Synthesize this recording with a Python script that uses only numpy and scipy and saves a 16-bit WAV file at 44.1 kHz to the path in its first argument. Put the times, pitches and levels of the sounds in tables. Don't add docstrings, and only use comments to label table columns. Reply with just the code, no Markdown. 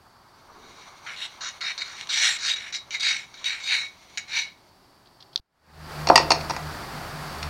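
import sys
import numpy as np
from scipy import signal
from scipy.fft import rfft, irfft, next_fast_len
from scipy.io import wavfile
from scipy.ndimage import uniform_filter1d, map_coordinates

SR = 44100
rng = np.random.default_rng(int(sys.argv[2]) if len(sys.argv) > 2 else 0)


def to_wav(sig):
    pcm = np.clip(np.atleast_2d(sig), -1, 1) * 32767
    pcm = np.round(pcm).astype(np.int16)
    wavfile.write(sys.argv[1], SR, pcm.T)


N = 330309
TIME_S = np.arange(N) / SR
CUT_S = 5.401


def amp(db):
    return 10 ** (np.asarray(db) / 20)


def unit_rms(x):
    return x / np.sqrt(np.mean(x ** 2) + 1e-20)


def log_interp(points, hz):
    point_hz, values = np.transpose(points)
    return np.interp(np.log(hz + 1), np.log(point_hz + 1), values)


def curves(rows):
    times_s, *columns = np.transpose(rows)
    return [np.interp(TIME_S, times_s, column) for column in columns]


def gate(start_s, end_s):
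    return np.clip((TIME_S - start_s) / .003, 0, 1) * np.clip((end_s - TIME_S) / .003, 0, 1)


def wobble(knots_per_s):
    knots = rng.standard_normal(int(N * knots_per_s / SR) + 4)
    return map_coordinates(knots, [TIME_S * knots_per_s])


def filtered(x, response):
    size = next_fast_len(len(x) + SR // 2)
    return irfft(rfft(x, size) * response(np.fft.rfftfreq(size, 1 / SR)), size)[:len(x)]


def noise(spectrum, size=N):
    return unit_rms(filtered(rng.standard_normal(size), lambda hz: amp(log_interp(spectrum, hz))))


def resonate(x, modes, wander_db=0.):
    ring, power, knot_position = np.zeros(N), 0, np.linspace(0, 119, N)
    for k, (hz, width_hz, db) in enumerate(modes):
        feed = np.interp(knot_position, np.arange(120), amp(db + wander_db * rng.standard_normal(120)))
        ring += (-1) ** k * signal.lfilter(*signal.iirpeak(hz, hz / width_hz, SR), x * feed)
        power += amp(2 * db) * np.pi * width_hz / SR
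    return ring / np.sqrt(power)


# frequency in Hz, relative density in dB.
QUIET_SPECTRUM = [(12, -32), (20, -10.5), (107, -1), (293, -6.5), (377, -3.5), (472, -12), (590, -6),
                  (897, -4), (2600, -19.5), (4060, -19), (4670, -21), (6180, -24.5), (16000, -30.5)]
LOUD_SPECTRUM = [(12, -46), (20, -10), (70, -8), (113, -10), (150, -3), (182, -9.5), (513, -14),
                 (718, -9.5), (1330, -10.5), (3070, -23.5), (4420, -22.5), (6720, -30), (16000, -36)]
# centre in Hz, width in Hz, relative level in dB.
HISS_BANDS = [(4570, 280, 4.5), (5530, 450, -7.5)]

def room_tone(fade_wait_s=.08, fade_s=.48, fade_depth_db=43):
    hiss = amp(1.2 * wobble(26)) * resonate(rng.standard_normal(N), HISS_BANDS)
    quiet = amp(-57.5) * (amp(0.23 * wobble(9.2)) * noise(QUIET_SPECTRUM) + amp(-8.5) * hiss)
    loud = amp(-36.5) * (amp(0.53 * wobble(23)) * noise(LOUD_SPECTRUM) + amp(-14.5) * hiss)
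    fade_left = np.clip(1 - (TIME_S - CUT_S - fade_wait_s) / fade_s, 0, 1)
    fade_in = amp(-fade_depth_db * fade_left ** 1.2) * gate(CUT_S, 8)
    return quiet * gate(-1, CUT_S) + loud * fade_in


# frequency in Hz, T60 in seconds.
KITCHEN_T60 = [(200, 0.87), (1000, 0.27), (4000, 0.27), (12000, 0.11)]

def reverb(x):
    hz, t, spectra = signal.stft(rng.standard_normal(SR // 2), SR, nperseg=256)
    decay = amp(-60 * t / log_interp(KITCHEN_T60, hz)[:, None])
    _, tail = signal.istft(spectra * decay, SR, nperseg=256)
    return signal.fftconvolve(np.pad(x, (250, 0)), tail / np.linalg.norm(tail))[:N]


# time in seconds, hum in dB, half-pitch tone in dB.
MOTOR_LEVELS = [(5.55, -99, -82), (5.836, -43, -48.5), (5.912, -48, -55), (5.992, -37, -45),
                (6.528, -43, -45.5), (6.592, -43, -47), (6.64, -36, -41), (6.862, -63, -54),
                (6.954, -37.5, -52), (7.094, -51, -48), (7.138, -42, -62), (7.44, -53.5, -39),
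                (7.49, -39, -37)]

def motor(start_hz=154, sag_hz_per_s=1.5):
    start_s = MOTOR_LEVELS[0][0]
    hum_db, half_db = curves(MOTOR_LEVELS)
    hz = start_hz - sag_hz_per_s * (TIME_S - start_s) + 0.8 * wobble(10)
    phase = 2 * np.pi * np.cumsum(hz) / SR
    hum = amp(hum_db + 0.8 * wobble(42)) * np.sin(phase)
    half_tone = amp(half_db + 1.8 * wobble(7.9)) * np.sin(phase / 2)
    return np.sqrt(2) * (hum + half_tone) * gate(start_s, 8)


def thump(lead_s=0.0041, decay_s=0.0016):
    t = np.clip(TIME_S - CUT_S + lead_s, 0, 1)
    return amp(-36.5) * t / .003 * np.exp(1 - t / decay_s)


# start in seconds, relative level in dB, T60 in seconds.
CLICK_EVENTS = [(5.059, -51, 0.036), (5.0725, -48.5, 0.03), (5.204, -42, 0.061), (5.225, -38, 0.024),
                (5.235, -49.5, 0.03), (5.33, -48, 0.09), (5.359, -4, 0.01), (5.3756, -23.5, 0.015)]
# frequency in Hz, relative density in dB.
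CLICK_SPECTRUM = [(700, -29), (2200, -22), (3200, -0.5), (4700, 3), (6300, -14.5), (7500, -38.5),
                  (15000, -39)]

def clicks(rise_s=0.00029):
    bursts, t = np.zeros(N), np.arange(SR // 10) / SR
    for start_s, db, t60_s in CLICK_EVENTS:
        envelope = amp(db - 2 - 60 * t / t60_s) * (1 - np.exp(-t / rise_s))
        bursts[round(start_s * SR):][:len(t)] += envelope * noise(CLICK_SPECTRUM, size=len(t))
    return bursts


# start in seconds, wood and rattle in relative dB, struck spot's pitch in Hz.
KNOCK_EVENTS = [(6.071, -3, -12.5, 765), (6.087, -4, -10.5, 630), (6.0994, 16, -21, 704),
                (6.103, 0, -28, 670), (6.115, 1, -41.5, 810), (6.157, 7, 5.5, 885), (6.177, 5.5, -4, 910),
                (6.199, -1.5, -23, 553), (6.305, 6, -3.5, 800), (6.317, 3, -2, 700), (6.409, -17, -25, 681),
                (6.497, -7, -20.5, 870), (6.506, -5.5, -16.5, 865), (6.564, -10, -22, 790),
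                (7.428, -27, -18.5, 1150)]
# frequency in Hz, width in Hz, relative level in dB.
WOOD_MODES = [(248.4, 60, -2.5), (355, 80, 0), (564, 140, -5.5), (644, 80, -1), (677, 84, 1), (819, 67, -5),
              (907, 80, -0.5), (993, 100, 0), (1260, 170, -1.5), (1610, 360, -13)]
RATTLE_MODES = [(1912, 180, -3.5), (2463, 150, -3.5), (2715, 120, -4), (3680, 450, -10), (4260, 326, -4.5),
                (4410, 110, 1.5), (4780, 180, -1.5), (5380, 280, -4.5), (5616, 195, -3), (6710, 320, -14),
                (8000, 230, -19.5), (9270, 680, -29)]

def knocks(crunch_t60_s=0.028):
    push, crunch, t = np.zeros(N), np.zeros(N), np.arange(SR // 20) / SR
    for start_s, wood_db, rattle_db, hz in KNOCK_EVENTS:
        onset = round(start_s * SR)
        spot = hz / SR * np.cos(2 * np.pi * hz * t) * np.exp(-.9 * hz * t)
        push[onset:][:len(t)] += amp(wood_db + 21.5) * spot
        envelope = amp(rattle_db - 4 - 60 * t / crunch_t60_s)
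        crunch[onset:][:len(t)] += envelope * rng.standard_normal(len(t))
        crunch[onset] += amp(rattle_db + 8.5)
    return resonate(push, WOOD_MODES) + resonate(crunch, RATTLE_MODES, wander_db=1.5)


# time in seconds, rustle in dB, sifting in dB.
MIX_LEVELS = [(0.0, -64, -80), (0.35, -58, -68), (0.7, -54.5, -54), (1.3, -53.5, -51), (2.05, -55, -48.5),
              (2.85, -66, -58), (4.1, -64.5, -54.5), (4.7, -84, -68.5)]
# frequency in Hz, relative density in dB.
DULL_SPECTRUM = [(120, -9.5), (250, -8.5), (450, -6), (700, -43.5)]
RUSTLE_SPECTRUM = [(350, -15), (700, -2), (1100, 3.5), (1700, -5.5), (2600, -40.5)]
# frequency in Hz, width in Hz, relative level in dB.
DAMPED_FORK_MODES = [(970, 520, -10), (2170, 200, 2.5), (3540, 970, -4), (4290, 420, -0.5),
                     (5900, 370, -3.5), (6900, 110, -6.5), (8430, 580, -17.5)]

def loose_mix(floor_pressure, lead_s=0.025, slump_s=0.634, slump_width_s=0.16):
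    rustle_db, sift_db = curves(MIX_LEVELS)
    ahead = np.roll(abs(uniform_filter1d(floor_pressure, SR // 12)), -round(lead_s * SR))
    shove = amp(-56.5) * (ahead / amp(-25)) ** 0.34
    slump = amp(-55.5) * np.exp(-((TIME_S - slump_s) / slump_width_s) ** 2)
    dull = (slump + amp(-7) * shove) * amp(2.5 * wobble(30)) * noise(DULL_SPECTRUM)
    rustle = (amp(rustle_db) + shove) * amp(2.4 * wobble(43)) * noise(RUSTLE_SPECTRUM)
    sift = amp(sift_db + 2 * wobble(40)) * rng.standard_normal(N)
    return (dull + rustle + resonate(sift, DAMPED_FORK_MODES)) * gate(-1, MIX_LEVELS[-1][0])


# start, rise and fall in seconds; touch-down, peak and lift-off drive in dB;
# shoulder, wall, tines and rim in dB over the pan floor.
FORK_STROKES = [(0.5, 0.31, 0.049, -72.5, -52.5, -57, -7, 2, -6, -22),
                (1.064, 0.017, 0.072, -36.5, -37, -44, -1.5, -10.5, -16, -56),
                (1.16, 0.082, 0.027, -50.5, -44.5, -51, 7.5, 7.5, -5.5, -18.5),
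                (1.407, .08, 0.031, -43, -35.5, -57, 2, 4, 0, -22.5),
                (1.607, 0.015, 0.096, -40, -35, -37, -17, 6.5, -7, -31),
                (1.779, 0.018, 0.029, -39, -43, -36.5, -9.5, 9, -4.5, -19),
                (1.836, 0.042, 0.16, -51, -47.5, -43, -9, 2, -3.5, -21),
                (2.09, 0.14, 0.14, -36.5, -25, -37, -2.5, 6.5, -4, -12.5),
                (2.387, 0.11, 0.044, -43, -29, -38.5, -7, 7, -2.5, -11.5),
                (2.56, 0.029, .12, -32.5, -43, -49, 0, -1.5, -5, -28),
                (2.724, 0.034, 0.037, -41.5, -38, -57.5, -7.5, 9, -2, -16),
                (2.908, 0.034, 0.042, -40.5, -27.5, -43.5, -11, -1, -11.5, -27),
                (2.997, 0.077, 0.17, -35.5, -27, -51.5, -9.5, 4.5, -5.5, -15.5),
                (3.34, 0.0092, 0.12, -44, -54, -48, -1, 3, -2, -23),
                (3.444, 0.022, 0.14, -39.5, -31.5, -52, -8, 4.5, -7, -15.5),
                (3.599, 0.14, 0.13, -49.5, -27.5, -46, -12.5, 4, -4.5, -19),
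                (4.174, 0.003, 0.027, -19, -34, -55, -8, 3.5, -1, -14),
                (4.275, 0.1, 0.13, -49.5, -26.5, -57.5, -9.5, 1.5, -9.5, -25.5)]
STROKE_LOSS_DB = [6, -4, 5.5, 5.5, 3.5, -4.5]

def fork_pressure(belly_db=-3.5, roundness=1.21, lift_t60_s=0.02):
    pressure = np.zeros((len(STROKE_LOSS_DB), N))
    for start_s, rise_s, fall_s, touch_db, peak_db, lift_db, *upper_db in FORK_STROKES:
        contact_s = rise_s + fall_s
        t = np.arange(round((contact_s + lift_t60_s) * SR)) / SR
        rise_left = np.clip(1 - t / rise_s, 0, 1) ** roundness
        fallen = np.clip((t - rise_s) / fall_s, 0, 1) ** roundness
        db = peak_db + (touch_db - peak_db) * rise_left + (lift_db - peak_db) * fallen
        db -= 60 * np.clip(t - contact_s, 0, 1) / lift_t60_s
        past_middle = (t / contact_s - .5).clip(max=.5)
        colour_db = np.c_[[belly_db, 0, *upper_db]] - np.c_[STROKE_LOSS_DB] * past_middle
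        pressure[:, round(start_s * SR):][:, :len(t)] += amp(db + colour_db)
    return pressure


# frequency in Hz, width in Hz, relative level in dB.
BELLY_MODES = [(928, 120, -10.5), (1388, 360, 0)]
FLOOR_MODES = [(2010, 540, -3), (2066, 250, -5), (2224, 184, -2)]
SHOULDER_MODES = [(2827, 60, -3.6), (3117, 280, 1), (3190, 750, 1)]
WALL_MODES = [(3730, 66, 0.5), (3805, 84, 4), (3855, 59, 2.5), (4260, 260, -8.5), (4100, 23, -14),
              (4425, 340, -11), (5020, 220, -14)]
TINE_MODES = [(5290, 53, -5.5), (5857, 170, 1), (6724, 140, -3.5)]
RIM_MODES = [(7506, 35, -4), (8010, 64, -12.5), (8660, 104, -12.5), (9700, 300, -26), (9830, 83, -22.5),
             (12100, 72, -42), (12360, 150, -45), (12730, 160, -43), (14000, 520, -44), (14900, 180, -31)]
BARE_METAL_MODES = [(2194, 67, -4), (2227, 16, 5.5), (2294, 100, -6.5), (3900, 11, -13), (3903, 29, -4)]
# time in seconds, relative level in dB, extra wall feed in dB.
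LANDINGS = [(1.07, -33, -16), (1.6124, -24.5, -7), (1.7784, -27, 7), (2.0113, -24, -4),
            (2.0722, -27.5, -3.5), (2.5616, -32, -2), (2.6199, -36, -4), (2.7484, -26.5, 5.5),
            (2.9073, -24, -1), (3.4431, -21, 2), (4.1744, -21.5, 9.5)]
LANDING_FEED_DB = [-19, -9, 2, -2.5, -5.5, -26]
BELLY, FLOOR, WALL = 0, 1, 3

def stirring(pressure, covered_db=-31, cleared_db=-0.5, clearing_s=3.6):
    crumbs = unit_rms(rng.standard_normal(N) * amp(1.6 * rng.exponential(size=N) + 1.8 * wobble(300)))
    drives = crumbs * pressure
    clearing_db = (cleared_db - covered_db) * np.clip(TIME_S / clearing_s, 0, 1)
    drives[BELLY] *= amp(-0.36 * clearing_db)
    for start_s, db, wall_db in LANDINGS:
        blow_db = db + 14 + np.array(LANDING_FEED_DB)
        blow_db[WALL] += wall_db
        drives[:, round(start_s * SR)] += amp(blow_db)
    groups = [BELLY_MODES, FLOOR_MODES, SHOULDER_MODES, WALL_MODES, TINE_MODES, RIM_MODES]
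    *main, rim = [resonate(drive, modes, wander_db=3.5) for drive, modes in zip(drives, groups)]
    flour_cushion = signal.butter(2, [700, 8500], 'band', fs=SR, output='sos')
    bare_ring = resonate(drives[FLOOR] * amp(covered_db + clearing_db), BARE_METAL_MODES, wander_db=1)
    return signal.sosfilt(flour_cushion, sum(main)) + rim + bare_ring


def scene():
    pressure = fork_pressure()
    pan, ticks, worktop = stirring(pressure), clicks(), knocks()
    reflections = reverb(amp(-11) * pan + amp(-27.5) * ticks)
    before_cut = (pan + ticks + reflections + loose_mix(pressure[FLOOR])) * gate(-1, CUT_S)
    after_cut = worktop + amp(-10.5) * reverb(worktop) + motor()
    return (before_cut + thump() + after_cut + room_tone())[None]


def record(dry, top_hz=15900):
    saturated = dry[0] / (1 + abs(dry[0]) ** 8) ** (1 / 8)
    return filtered(saturated, lambda hz: hz < top_hz)[None]


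dry = scene()
out = record(dry)
to_wav(out)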